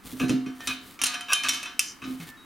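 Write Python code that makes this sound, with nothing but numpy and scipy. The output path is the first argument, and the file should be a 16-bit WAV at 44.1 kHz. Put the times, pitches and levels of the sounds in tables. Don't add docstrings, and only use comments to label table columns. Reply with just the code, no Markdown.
import sys
import numpy as np
from scipy import signal
from scipy.fft import rfft, irfft, next_fast_len
from scipy.io import wavfile
from scipy.ndimage import uniform_filter1d

SR = 44100
rng = np.random.default_rng(int(sys.argv[2]) if len(sys.argv) > 2 else 0)


def materialize(psi):
    bounded = np.clip(np.atleast_2d(psi).T, -1, 1)
    quanta = np.round(bounded * 32767).astype(np.int16)
    wavfile.write(sys.argv[1], SR, quanta)


N = 108045
T = np.arange(round(SR * .6)) / SR
BRIEF = T[:len(T) // 6]
SLIPS_PER_S, CRACK_T60, BOOM_RISE_S = 3000, 0.011, .0035

# t/s, pin level/dB, frame level/dB, bar level/dB, brightness/(dB per octave),
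# chatter time/s, pin's lowest note/Hz, clank boost/dB
CLINKS = [(.199, -31, -42, -47.5, -7, 0.0032, 2530, -7), (0.281, -51, -40, -54, -0.5, 0.0033, 2510, -2),
          (.295, -29, -40, -46, -3, 0.0077, 2600, 3.5), (.462, -45, -52, -51.5, -6.5, 0.0044, 2490, -2.5),
          (.606, -37, -51.5, -53, -7, 0.0021, 3400, 1.5), (.673, -23, -34, -39, -3, 0.0058, 2474, 6),
          (0.9911, -35, -46.5, -52, -6, 0.0014, 2340, -2),
          (1.016, -20.5, -35.5, -42, -1, 0.0047, 2690, 4.5), (1.037, -17.5, -32, -37.5, 1, 0.0067, 2750, 1),
          (1.058, -24.5, -31, -37.5, -1.5, 0.0041, 2560, 3), (1.066, -21, -37, -39, -1, 0.0044, 2780, 5),
          (1.142, -30.5, -43, -39.5, -5, 0.0062, 2720, -1),
          (1.209, -28, -44.5, -48.5, -3.5, .0011, 2535, 1), (1.323, -26, -41.5, -50, -6.5, 0.0065, 2630, 3),
          (1.3327, -13, -35.5, -31, 1.5, 0.0023, 2790, 1), (1.435, -28.5, -31, -43, -2.5, .0045, 2520, -5),
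          (1.4858, -19.5, -34, -47, -.5, 0.0028, 3514, 5),
          (1.4903, -16.5, -30.5, -33, -0.5, 0.0042, 2620, 4), (1.535, -33.5, -34, -46, -0.5, .013, 2560, 0),
          (1.63, -32.5, -42, -55, -2.5, 0.007, 2585, 4), (1.657, -35, -45.5, -46, -6, 0.0065, 2590, 4),
          (1.7933, -13.5, -33, -34, 3, 0.0036, 2640, -8.5), (2.019, -45.5, -50, -57, -9.5, .0057, 2560, -7),
          (2.04, -39.5, -46, -74, -7, 0.0031, 2620, 5), (2.202, -45, -49.5, -64, -6.5, 0.0038, 2570, 3.5)]
# t/s, length/s, first level/dB, last level/dB
SCRAPES = [(0.197, 0.071, -33, -43.5), (0.687, 0.027, -39, -32), (1.092, 0.064, -42, -34.5),
           (1.284, 0.045, -34.5, -23.5), (1.35, 0.1, -38.5, -48), (1.441, .035, -28, -27.5),
           (1.519, 0.22, -45, -48.5), (2.022, 0.016, -39, -51)]
# f/Hz, level/dB, t60/s
PIN_MODES = [(3100, -8, .06), (5175, -14, .06), (5710, -1.5, .06), (5880, -9, .03), (6330, -9, .08),
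             (6530, -10, .06), (7240, -13, .08), (8940, -8, .07), (9040, -7, .05), (9400, -9, .04),
             (10780, -12, .06)]


def amp(db):
    return 10 ** (np.asarray(db) / 20)


def unit(x):
    return x / np.sqrt(np.mean(x ** 2) + 1e-20)


def along(points, hz):
    f, v = np.transpose(points)
    return np.interp(np.log(hz + 1), np.log(f + 1), v)


def bell(hz, centre_hz, octaves):
    return np.exp(-(np.log2((hz + 1) / centre_hz) / octaves) ** 2)


def filtered(x, response):
    n = x.shape[-1]
    padded = next_fast_len(n + 2048, True)
    return irfft(rfft(x, padded) * response(np.fft.rfftfreq(padded, 1 / SR)), padded)[..., :n]


def noise(spectrum, size):
    return unit(filtered(rng.standard_normal(size), lambda hz: amp(along(spectrum, hz))))


def wide(spectrum, width, size):
    return noise(spectrum, size) + width * np.array([[1], [-1]]) * noise(spectrum, size)


def noise_pieces(spectrum, width, count, size):
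    source = wide(spectrum, width, size=N)
    starts = rng.integers(0, N - size, count)
    return source[:, starts[:, None] + np.arange(size)].swapaxes(0, 1)


def fade(t60, t=T):
    return np.exp(-np.log(1000) * t / np.abs(t60))


def ring(modes, scatter_db, count, t=T):
    hz, db, t60 = np.transpose(modes)
    gains = amp(db + scatter_db * rng.standard_normal((count, len(hz))))
    return gains @ (fade(t60[:, None], t) * np.sin(2 * np.pi * hz[:, None] * t))


def add(out, s, x):
    i = max(round(s * SR), 0)
    out[..., i:i + x.shape[-1]] += x[..., :N - i]


def slips(per_s, size):
    return (rng.random(size) < per_s / SR) * rng.standard_normal(size)


def air():
    spectrum = [(20, -10), (40, -5), (130, -6.5), (270, 4.5), (600, -15), (1200, -3.5), (2500, -13.5),
                (5000, -20.5), (16000, -24.5)]
    widths = [(80, 1), (200, 0.38), (1000, 0.38), (10000, 0.22)]
    side = filtered(noise(spectrum, size=N), lambda hz: along(widths, hz))
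    return noise(spectrum, size=N) + np.array([side, -side])


def room(x):
    tail = rng.standard_normal((2, len(T))) * fade(t60=0.29) * (T > .004)
    return signal.fftconvolve(x, tail / np.linalg.norm(tail[0]), axes=1)[:, :N]


def glove():
    brushes = [(0.03, 0.12, -45.5), (0.054, 0.026, -47), (0.106, 0.043, -46), (0.137, 0.13, -46),
               (0.532, 0.11, -53), (0.606, 0.16, -44.5), (0.792, 0.2, -50), (2.042, 0.17, -49.5),
               (2.181, 0.085, -45.5), (2.257, 0.059, -44.5)]
    spectrum = [(200, 15.5), (700, 3.5), (1300, 2), (3500, 7), (6000, 1.5), (10000, 3.5), (16000, 1.5)]
    strokes = np.zeros(N)
    for s, length, db in brushes:
        add(strokes, s, amp(db) * np.sin(np.pi * T[T < length] / length))
    grain_db = 2.8 * unit(uniform_filter1d(rng.standard_normal(N), size=90))
    return strokes * unit(amp(grain_db)) * wide(spectrum, width=0.12, size=N)


def squeaks():
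    notes = [(0.601, 0.074, 1807, -44), (.676, 0.056, 2497, -30), (1.348, 0.081, 2420, -34.5),
             (2.274, 0.096, 1772, -48.5), (2.369, 0.077, 3820, -54)]
    out = np.zeros(N)
    for s, length, hz, db in notes:
        waver = 0.01 * unit(uniform_filter1d(rng.standard_normal(len(T)), size=150))
        swell = np.abs(np.sin(np.pi * np.minimum(T / length, 1))) ** 0.12
        add(out, s, amp(db) * swell * np.sin(2 * np.pi * np.cumsum(hz * (1 + waver)) / SR))
    return out


def bump():
    start_hz, sag_hz_per_s = 174.5, 295
    out = np.zeros(N)
    phase = 2 * np.pi * np.cumsum(start_hz - sag_hz_per_s * T) / SR
    rise = 1 - np.exp(-T / BOOM_RISE_S)
    add(out, s=2.196, x=amp(-33.5) * np.sin(phase) * fade(t60=0.26) * rise)
    return out


def booms():
    knocks = [(.035, -51, -45, .4), (.126, -37, -36.5, 0.52), (.202, -25.5, -25.5, 0.45),
              (0.2253, -24.5, -22, 0.38), (0.2957, -17, -18, 0.53), (.465, -32, -34, 0.31),
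              (.674, -34.5, -38.5, 0.46), (1.018, -44, -46.5, .7), (1.441, -39.5, -48.5, 0.86),
              (2.025, -34, -43, 0.19), (2.0514, -30, -46, 0.14), (2.0743, -27.5, -46, .15),
              (2.1013, -30.5, -39.5, 0.37)]
    drum_modes = [(134, -14, .8), (218, -15, .7), (259, 0, 1), (273, -11, .8), (289, -12, .7),
                  (312, -16, 1.5), (394, -21, 1), (474, -29, 1.2), (716, -31, 1.8)]
    spectrum = [(30, -25), (80, -26), (140, -4), (200, -11.5), (270, 3.5), (350, -9.5), (550, -23),
                (900, -32.5), (3000, -52)]
    out = np.zeros((2, N))
    thud_fade = fade(t60=0.23)
    rise = 1 - np.exp(-T / BOOM_RISE_S)
    thuds = noise_pieces(spectrum, width=0.19, count=len(knocks), size=len(T)) * thud_fade
    for (s, ring_db, thud_db, t60), thud in zip(knocks, thuds):
        hum = ring([(hz, db, life * t60) for hz, db, life in drum_modes], scatter_db=1, count=1)
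        add(out, s, (amp(ring_db) * hum + amp(thud_db) * unit(thud) * np.std(thud_fade)) * rise)
    return out * amp([[-1.35], [1.35]])


def frame_rings(count, n_modes):
    spectrum = [(200, -32.5), (450, -13), (750, -18), (1170, -2.5), (1950, -3.5), (2550, 1), (2900, -1.5),
                (3500, 0), (4900, -2.5), (6300, -1.5), (7500, -5), (9500, -7), (12000, -8.5), (16000, -28)]
    ring_times = [(300, 1), (1500, 0.55), (4000, 0.43), (8000, 0.28), (15000, 0.099)]
    width, scatter_db = 0.27, 8.5
    hz = 300 + 16000 * ((np.arange(n_modes) + rng.random(n_modes)) / n_modes) ** 1.4
    level_db = along(spectrum, hz) + scatter_db * np.clip(rng.standard_normal(n_modes), -2, 1)
    gain = amp(level_db) * hz ** (1 / 7)
    t = np.float32(T)
    phase = np.float32(2 * np.pi * hz)[:, None] * t
    decay = np.exp(np.float32(-np.log(1000) / along(ring_times, hz))[:, None] * t)
    waves = np.concatenate([decay * np.sin(phase), decay * np.cos(phase)])
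    mix = rng.standard_normal((count, 2, 2, n_modes)) * gain / np.linalg.norm(gain)
    stereo_mix = np.float32(mix[:, :1] + width * mix[:, 1:] * np.array([1, -1])[:, None, None])
    notes = stereo_mix.reshape(count * 2, -1) @ waves
    wash = fade(t60=0.38) * noise_pieces(spectrum, width, count, size=len(T))
    return notes.reshape(count, 2, -1) + amp(-7.5) * wash


def bar_rings(count):
    bar_modes = [(716, -17, .8), (1170, -10, .22), (1240, -12, .33), (1368, -24, .5), (1514, -13, .45),
                 (1650, -12, .45), (1725, -13, .4), (2156, -12, .45), (2398, -9, .45), (2505, -2, .25),
                 (3088, 0, .45), (3495, -5, .3), (3546, -7, .28), (3818, -9, .45), (4060, -9, .3),
                 (4138, -11, .45), (4817, -18, .5), (5706, -1.5, .33), (6325, -10, .33), (6520, -10, .25),
                 (7245, -12, .3), (8960, -11, .18), (9490, -11, .2), (9973, -15, .3), (10770, -14, .22)]
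    return ring(bar_modes, scatter_db=3, count=count)


def settle():
    length_s = .13
    out = np.zeros(N)
    shiver = slips(SLIPS_PER_S, size=len(T)) * np.sin(np.pi * np.minimum(T / length_s, 1))
    tick = ring([(hz, 0, CRACK_T60) for hz, _, _ in PIN_MODES], scatter_db=2, count=1)[0]
    ticks = signal.fftconvolve(shiver, tick)[:len(T)]
    rattle = filtered(ticks, lambda hz: bell(hz, centre_hz=5900, octaves=0.44))
    add(out, s=1.815, x=amp(-44) * unit(rattle) * np.sqrt(length_s / T[-1]))
    return out


def scrapes(frames):
    peaks = [(1183, 50, 3.5), (1521, 32, 1), (1658, 27, 4.5), (2500, 14, 5.5), (2530, 87, 6.5),
             (3854, 34, -3)]

    def bar_notes(hz):
        return sum((-1) ** k * amp(db) * 1j * hz * width / (centre ** 2 - hz ** 2 + 1j * hz * width)
                   for k, (centre, width, db) in enumerate(peaks))

    out = np.zeros((2, N))
    forces = []
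    for _, length, first_db, last_db in SCRAPES:
        pressure = amp(np.interp(T, [0, length], [first_db, last_db])) * (T < length)
        forces.append(unit(slips(SLIPS_PER_S, size=len(T))) * pressure)
    for (s, *_), force, frame, bar in zip(SCRAPES, forces, frames, bar_rings(len(SCRAPES))):
        rasp = filtered(force, bar_notes)
        answer = amp(-19) * unit(frame) + amp(-9.5) * unit(bar)
        tail = signal.fftconvolve(force[None], answer, axes=1)[:, :len(T)]
        add(out, s, np.std(force) * (unit(rasp) + np.std(answer) * unit(tail)))
    return out


def pin_strike(chatter_s, low_hz, crack):
    contact = 0.22 * slips(per_s=2400, size=len(BRIEF)) * np.exp(-(BRIEF / chatter_s) ** 2)
    contact[0] = 1
    notes = ring([(low_hz, 8, .04)] + PIN_MODES, scatter_db=4.5, count=1, t=BRIEF)[0]
    ping = signal.fftconvolve(contact, notes)[:len(BRIEF)]
    grit_power = signal.fftconvolve(np.abs(contact), fade(CRACK_T60, BRIEF) ** 2)[:len(BRIEF)]
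    grit = crack * np.sqrt(np.abs(grit_power))
    pin = unit(ping) + amp(-2.5) * unit(grit)
    return pin / np.linalg.norm(pin[0]) * np.sqrt(SR * (chatter_s + 0.0003))


def clinks(frames):
    spectrum = [(300, -7), (700, -13.5), (1200, 0.5), (3500, 0.5), (7000, 4), (10500, 1.5), (16000, -18)]
    low_cut_hz = 710
    out = np.zeros((2, N))
    bars = bar_rings(len(CLINKS))
    cracks = noise_pieces(spectrum, width=0.18, count=len(CLINKS), size=len(BRIEF))
    for clink, frame, bar, crack in zip(CLINKS, frames, bars, cracks):
        s, pin_db, frame_db, bar_db, db_per_octave, chatter_s, low_hz, clank_db = clink

        def tone(hz):
            tilt_db = db_per_octave * np.log2(np.clip(hz, 1100, 10000) / 3800)
            hump_db = clank_db * bell(hz, centre_hz=3740, octaves=0.19)
            return amp(tilt_db + hump_db) * hz ** 2 / np.hypot(hz ** 2, low_cut_hz ** 2)

        rise = 1 - np.exp(-2 * T / chatter_s)
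        sound = (amp(bar_db) * bar + amp(frame_db) * frame) * rise
        sound[:, :len(BRIEF)] += amp(pin_db) * pin_strike(chatter_s, low_hz, crack)
        add(out, s, filtered(sound, tone))
    return out


def scene():
    frames = frame_rings(count=len(CLINKS) + len(SCRAPES), n_modes=300)
    steel = clinks(frames[:len(CLINKS)]) + scrapes(frames[len(CLINKS):]) + settle()
    work = steel + booms() + bump() + squeaks() + glove()
    return work + amp(-12.5) * room(work) + amp(-53) * air()


def record(dry):
    ceiling_db, top_hz = -.5, 16200
    rounded = dry / (1 + np.abs(dry / amp(ceiling_db)) ** 10) ** (1 / 10)
    return filtered(rounded, lambda hz: hz < top_hz)


dry = scene()
out = record(dry)
materialize(out)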